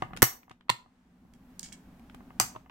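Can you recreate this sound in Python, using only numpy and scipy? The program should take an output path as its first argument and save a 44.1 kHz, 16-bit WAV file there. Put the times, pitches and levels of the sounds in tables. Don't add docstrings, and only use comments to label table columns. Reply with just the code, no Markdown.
import sys
import numpy as np
from scipy import signal
from scipy.fft import rfft, irfft
from scipy.io import wavfile

SR = 44100
rng = np.random.default_rng(int(sys.argv[2]) if len(sys.argv) > 2 else 0)


def waveform_to_disk(signal):
    frames = np.transpose(np.atleast_2d(signal))
    scaled = np.clip(frames, -1, 1) * 32767
    samples = np.round(scaled).astype(np.int16)
    wavfile.write(sys.argv[1], SR, samples)


N = 119070
RING_TIME = np.arange(SR // 4) / SR
BLOW_ENERGY = SR / 1000

# (frequency [Hz], level [dB], t60 [s])
CASE_MODES = [(341, -16.5, .06), (620.2, -15.5, 0.044), (747.8, -5.5, .06), (970, -4.5, .014),
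              (1145, -6, 0.03), (1239, -9.5, 0.055), (1482, -16.5, 0.046), (1718, -11.5, .015),
              (2068, -11.5, 0.032), (2625, -13, .015), (2980, -15, .02)]
DESK_MODES = [(120.5, -1, 0.062), (185, -4.5, .05), (248.7, -7, .03), (405, -2, 0.0097)]


def snaps():
    # (time [s], case [dB], cap [dB], desk [dB], treble step above 9 kHz [dB], pan L-R [dB], room send [dB])
    releases = [(0.221, -18.5, -7.5, -24.5, 1, -1, -7.5), (0.2271, -10.5, -3.5, -27, 2, -3, -6),
                (2.3992, -14, -10, -27, 0, -1.5, -3.5)]
    # (frequency [Hz], level [dB])
    first_modes = [(4380, -21.5), (5800, -12.5), (6700, -21.5), (7500, -18), (8220, -12), (12120, -12.5),
                   (12600, -9.5), (13170, -13), (15000, -17.5)]
    second_modes = [(4480, -16), (5300, -17.5), (5830, -8.5), (6220, -8), (6560, -11), (7570, -15),
                    (8550, -23), (12350, -15.5)]
    # (frequency [Hz], spectral density [dB])
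    first_crack = [(700, -7), (1200, 2.5), (1900, 7.5), (2600, -7.5), (3400, -3.5), (6000, -3),
                   (8200, -1.5), (10300, -4.5), (12700, 5), (16000, -1.5)]
    second_crack = [(1000, -9.5), (2200, -0.5), (3400, -5), (6000, -1), (8200, 1), (10300, -4), (12700, -3),
                    (16000, -13.5)]
    # (frequency [Hz], level [dB], t60 [s])
    thud_modes = [(123, -4.5, 0.06), (327, -1.5, 0.011), (520, 1.5, 0.0066), (1350, -7, .008),
                  (1710, -1, 0.0027)]
    second_cap_from_s, cap_t60_s = 1.0, .012
    out = np.zeros((2, 2, N))
    for s, case_db, cap_db, desk_db, tilt_db, pan_db, room_db in releases:
        modes, spectrum = (first_modes, first_crack) if s < second_cap_from_s else (second_modes, second_crack)
        cap = ring([(hz, db, cap_t60_s) for hz, db in modes]) + crack(spectrum, t60=.015)
        body = from_db(case_db) * ring(CASE_MODES) + from_db(desk_db) * ring(DESK_MODES)
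        add(out, s, from_db(cap_db) * tilt(cap, tilt_db) + body, room_db, pan_db)
    hardest_s = releases[1][0]
    jolt = ring([(220, -3.5, .005)]) * [[1], [-1]]
    add(out, hardest_s, jolt, room_db=-24.5, pan_db=-5)
    add(out, hardest_s, from_db(-7.5) * ring(thud_modes), room_db=-20)
    return out


def landings():
    # (time [s], level [dB], contact cutoff [Hz], pan L-R [dB])
    impacts = [(.6934, -22, 900, -3), (.69445, -10.5, 2600, -3), (.6985, -17, 9000, -1),
               (.69945, -17, 8000, -4)]
    # (frequency [Hz], level [dB], t60 [s])
    modes = [(830, -8, .009), (1005, -1, .011), (1170, -9, .016), (1900, -9, .007), (2780, -12, .01),
             (3730, -13, .012), (4330, -7, .009)]
    # (frequency [Hz], spectral density [dB])
    spectrum = [(500, -10.5), (1200, -1), (2800, -6), (4400, -3.5), (5400, -18.5), (7300, -9.5), (8300, -8),
                (11000, -14), (13000, -5.5), (16000, -13.5)]
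    out = np.zeros((2, 2, N))
    for s, db, cutoff_hz, pan_db in impacts:
        blow = ring(modes) + from_db(1.5) * crack(spectrum, t60=.02)
        add(out, s, from_db(db) * thin(soften(blow, cutoff_hz), hz=450), room_db=-11, pan_db=pan_db)
    last_s, last_db = impacts[-1][:2]
    add(out, last_s, from_db(last_db - 9) * ring(DESK_MODES), room_db=-8.5)
    return out


def fingers():
    # (time [s], case [dB], desk [dB], contact cutoff [Hz], room send [dB])
    knocks = [(0.0215, -17.5, -26.5, 1910, -7), (.107, -39, -44, 1260, 0), (0.1336, -35.5, -43, 2060, -2.5),
              (0.158, -45, -41, 700, -10), (.479, -46, -58, 1350, -12), (0.5091, -39.5, -43.5, 2472, -16.5),
              (.859, -48.5, -58, 1220, -5), (1.25, -51.5, -50.5, 589.6, -10.5),
              (2.1445, -45, -44.5, 2200, -14.5), (2.205, -42.5, -51.5, 1405, -11),
              (2.3043, -41, -57, 2490, -15.5), (2.66, -47.5, -60, 2510, -8), (2.697, -43.5, -66, 4000, 5)]
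    # (time [s], level [dB])
    pushes = [(2.5502, -39.5), (2.5586, -39.5), (2.5612, -31.5)]
    # (frequency [Hz], level [dB], t60 [s])
    key_modes = [(624, -5.5, 0.057), (786, -16, 0.036), (915, -3, 0.031), (1042, -1, 0.028),
                 (1293, -10, 0.032), (1857, -21.5, 0.021), (2630, -19.5, .03)]
    # (time [s], level [dB], contact cutoff [Hz])
    ticks = [(0.0222, -30.5, 6040), (0.1339, -31, 2017), (.165, -35, 9080), (0.1726, -28.5, 7990),
             (.431, -46.5, 3002), (0.4962, -46, 8300), (.513, -41.5, 6000), (.609, -47.5, 3010),
             (.684, -44, 1977), (1.995, -55, 14980), (2.098, -43.5, 4583), (2.1464, -42.5, 13000),
             (2.562, -40, 3560), (2.697, -43, 4010)]
    # (frequency [Hz], spectral density [dB])
    tick_spectrum = [(400, -10), (1000, 2.5), (2200, 0.5), (3500, -3.5), (5500, -12.5), (8000, -9),
                     (11000, -11.5), (16000, -10)]
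    out = np.zeros((2, 2, N))
    for s, case_db, desk_db, cutoff_hz, room_db in knocks:
        case = from_db(case_db) * soften(ring(CASE_MODES), cutoff_hz)
        add(out, s, case + from_db(desk_db) * ring(DESK_MODES), room_db)
    for s, db in pushes:
        push = ring(key_modes) + from_db(-8) * ring(DESK_MODES)
        add(out, s, from_db(db) * push, room_db=-12.5)
    for s, db, cutoff_hz in ticks:
        tick = soften(crack(tick_spectrum, t60=.02), cutoff_hz)
        add(out, s, from_db(db) * tick, room_db=-9.5)
    return out


def clinks():
    # (time [s], level [dB], crack t60 [s], contact cutoff [Hz], room send [dB], body ring [dB])
    contacts = [(1.5943, -28, 0.007, 11300, -19, -32.5), (1.5962, -32, 0.0029, 11100, -6, -21),
                (1.63, -30, 0.036, 7560, -0.5, -17), (1.647, -41, 0.036, 7000, 2.5, -9.5),
                (1.662, -40, 0.058, 7000, -9, -12), (1.687, -47, .02, 8100, -11, -7.5),
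                (1.722, -44, 0.052, 6400, 0, -2), (1.726, -33.5, 0.068, 8600, -10, -17.5),
                (1.337, -55, 0.018, 11960, -5, -4.5)]
    # (frequency [Hz], level [dB], t60 [s])
    bright_modes = [(4800, -13, .01), (5300, -8, .012), (6000, -7, .01), (6950, -8, .009), (8190, -8, .011)]
    body_modes = [(1660, -4.5, 0.013), (2246, -3, 0.025), (2714, -7.5, 0.0067), (3266, -3.5, 0.042)]
    # (frequency [Hz], spectral density [dB])
    spectrum = [(800, -30), (2300, -21), (4000, -7), (6000, -4), (8300, 1), (10500, -14), (13000, -7.5),
                (16000, -7)]
    out = np.zeros((2, 2, N))
    for s, db, t60, cutoff_hz, room_db, body_db in contacts:
        bright = crack(spectrum, t60) + from_db(-5.5) * ring(bright_modes)
        clink = thin(bright, hz=3050) + from_db(body_db) * ring(body_modes)
        add(out, s, from_db(db) * soften(clink, cutoff_hz), room_db, pan_db=-4.5)
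    return out


def ring(modes, scatter_db=.5, left_lag_rad=1.2):
    out = 0
    for hz, db, t60 in modes:
        t = np.array([RING_TIME - left_lag_rad / (2 * np.pi * hz), RING_TIME])
        mode = np.sin(2 * np.pi * hz * t) * dying(t, t60)
        mode *= np.sqrt(BLOW_ENERGY / np.sum(mode[1] ** 2))
        strength = from_db(db + scatter_db * rng.standard_normal((2, 1)))
        out = strength * mode - out
    return out


def crack(spectrum, t60):
    burst = coloured(spectrum, len(RING_TIME), correlation=.05) * dying(RING_TIME, t60)
    return burst * np.sqrt(BLOW_ENERGY / np.sum(burst ** 2, axis=1, keepdims=True))


def soften(x, hz):
    return signal.sosfilt(signal.butter(2, min(hz, .45 * SR), fs=SR, output="sos"), x)


def thin(x, hz):
    return signal.sosfilt(signal.butter(2, hz, "high", fs=SR, output="sos"), x)


def tilt(x, step_db, pivot_hz=9000):
    low = signal.sosfilt(signal.butter(3, pivot_hz, "low", fs=SR, output="sos"), x)
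    high = signal.sosfilt(signal.butter(3, pivot_hz, "high", fs=SR, output="sos"), x)
    return low * from_db(-step_db / 2) + high * from_db(step_db / 2)


def dying(t, t60):
    return (t >= 0) * np.exp(-np.log(1000) * np.maximum(t, 0) / t60)


def from_db(db):
    return 10 ** (np.asarray(db) / 20)


def add(buses, s, sound, room_db, pan_db=0):
    start = max(int(s * SR), 0)
    panned = sound * from_db([[pan_db / 2], [-pan_db / 2]])
    part = panned[:, :max(N - start, 0)]
    span = slice(start, start + part.shape[1])
    buses[0, :, span] += part
    buses[1, :, span] += part * from_db(room_db)


def room(x):
    # (frequency [Hz], gain [dB])
    colour = [(100, -4), (300, -5.5), (480, -8), (800, -3.5), (2000, 0), (4000, 0.5), (7000, 1.5),
              (12000, 0), (16000, 2.5)]
    # (frequency [Hz], t60 [s])
    decay_times = [(150, 0.26), (500, 0.48), (1100, 0.28), (3000, 0.24), (6500, 0.25), (10000, 0.2),
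                   (15000, 0.25)]
    tail_delay_s, early_delay_s, boom_delay_s = .0052, .0105, .016
    correlation, boom_hz, size = .6, 124, SR // 2
    t, hz = np.arange(size) / SR, np.fft.rfftfreq(size, 1 / SR)
    centres_hz, t60s = np.transpose(decay_times)
    noise = rfft(stereo_noise(size, correlation))
    tail = 0
    for share, t60 in zip(np.eye(len(t60s)), t60s):
        band = irfft(noise * at_hz(np.c_[centres_hz, share], hz), size)
        fade = dying(t - tail_delay_s, t60)
        tail = tail + band * fade / np.linalg.norm(fade)
    fade = dying(t - early_delay_s, t60=.06)
    early = from_db(-3) * stereo_noise(size, correlation) * fade / np.linalg.norm(fade)
    gain = from_db(at_hz(colour, np.fft.rfftfreq(2 * size, 1 / SR)))
    reflections = irfft(rfft(tail + early, 2 * size) * gain)[:, :size]
    boom = np.sin(2 * np.pi * boom_hz * (t - boom_delay_s)) * dying(t - boom_delay_s, t60=.07)
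    response = (reflections + from_db(-41.5) * boom) / np.sqrt(2)
    return signal.fftconvolve(x, response, axes=1)[:, :N]


def background():
    # (frequency [Hz], spectral density [dB])
    hiss = [(500, 4.5), (1500, 5.5), (2500, 0), (4500, -7), (8500, -11), (10500, -17), (16000, -29.5)]
    top_hiss = [(5000, -39.5), (9000, -11.5), (10500, -2), (13500, 1.5), (16000, -0.5)]
    rumble = [(25, -3), (60, 3), (100, -7), (150, -2.5), (183, 8), (210, -1), (247, 8), (285, -4.5),
              (340, -9.5), (500, -17), (800, -14), (1500, -28), (3000, -50)]
    # (time [s], level [dB])
    hiss_level = [(0, -60.5), (.21, -79), (0.249, -76.5), (.65, -83.5), (.95, -74), (1.3, -74), (1.55, -67),
                  (2.38, -67), (2.449, -55.5), (2.7, -76.5)]
    top_level = [(0, -80.5), (.21, -75), (.25, -97), (.9, -95.5), (1.2, -86.5), (1.5, -76), (2.38, -76),
                 (2.45, -75.5), (2.7, -82)]
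    rumble_level = [(0, -52.5), (.21, -48), (.25, -62), (.65, -65.5), (1.0, -66), (1.35, -57.5),
                    (1.65, -54.5), (2.38, -51.5), (2.448, -51.5), (2.7, -59.5)]
    layers = (hiss, hiss_level, .14), (top_hiss, top_level, .14), (rumble, rumble_level, .99)
    out = 0
    for spectrum, level, correlation in layers:
        envelope = from_db(np.interp(np.arange(N) / SR, *np.transpose(level)))
        out = out + envelope * coloured(spectrum, N, correlation)
    return out


def coloured(spectrum, size, correlation):
    gain = from_db(at_hz(spectrum, np.fft.rfftfreq(size, 1 / SR)))
    noise = irfft(rfft(stereo_noise(size, correlation)) * gain, size)
    return noise / noise.std()


def stereo_noise(size, correlation):
    mid, side = rng.standard_normal((2, size))
    return (np.sqrt(1 + correlation) * mid + np.sqrt(1 - correlation) * side * [[1], [-1]]) / np.sqrt(2)


def at_hz(points, hz):
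    points_hz, values = np.transpose(points)
    return np.interp(np.log(np.maximum(hz, 1)), np.log(points_hz), values)


def scene():
    direct, send = snaps() + landings() + fingers() + clinks()
    reverb = (room(send) + room(send[::-1])) / np.sqrt(2)
    return direct + reverb + background()


def record(dry):
    lowpass = signal.ellip(12, .2, 95, 16100, fs=SR, output="sos")
    return signal.sosfilt(lowpass, np.clip(dry, -1, 1))


dry = scene()
out = record(dry)
waveform_to_disk(out)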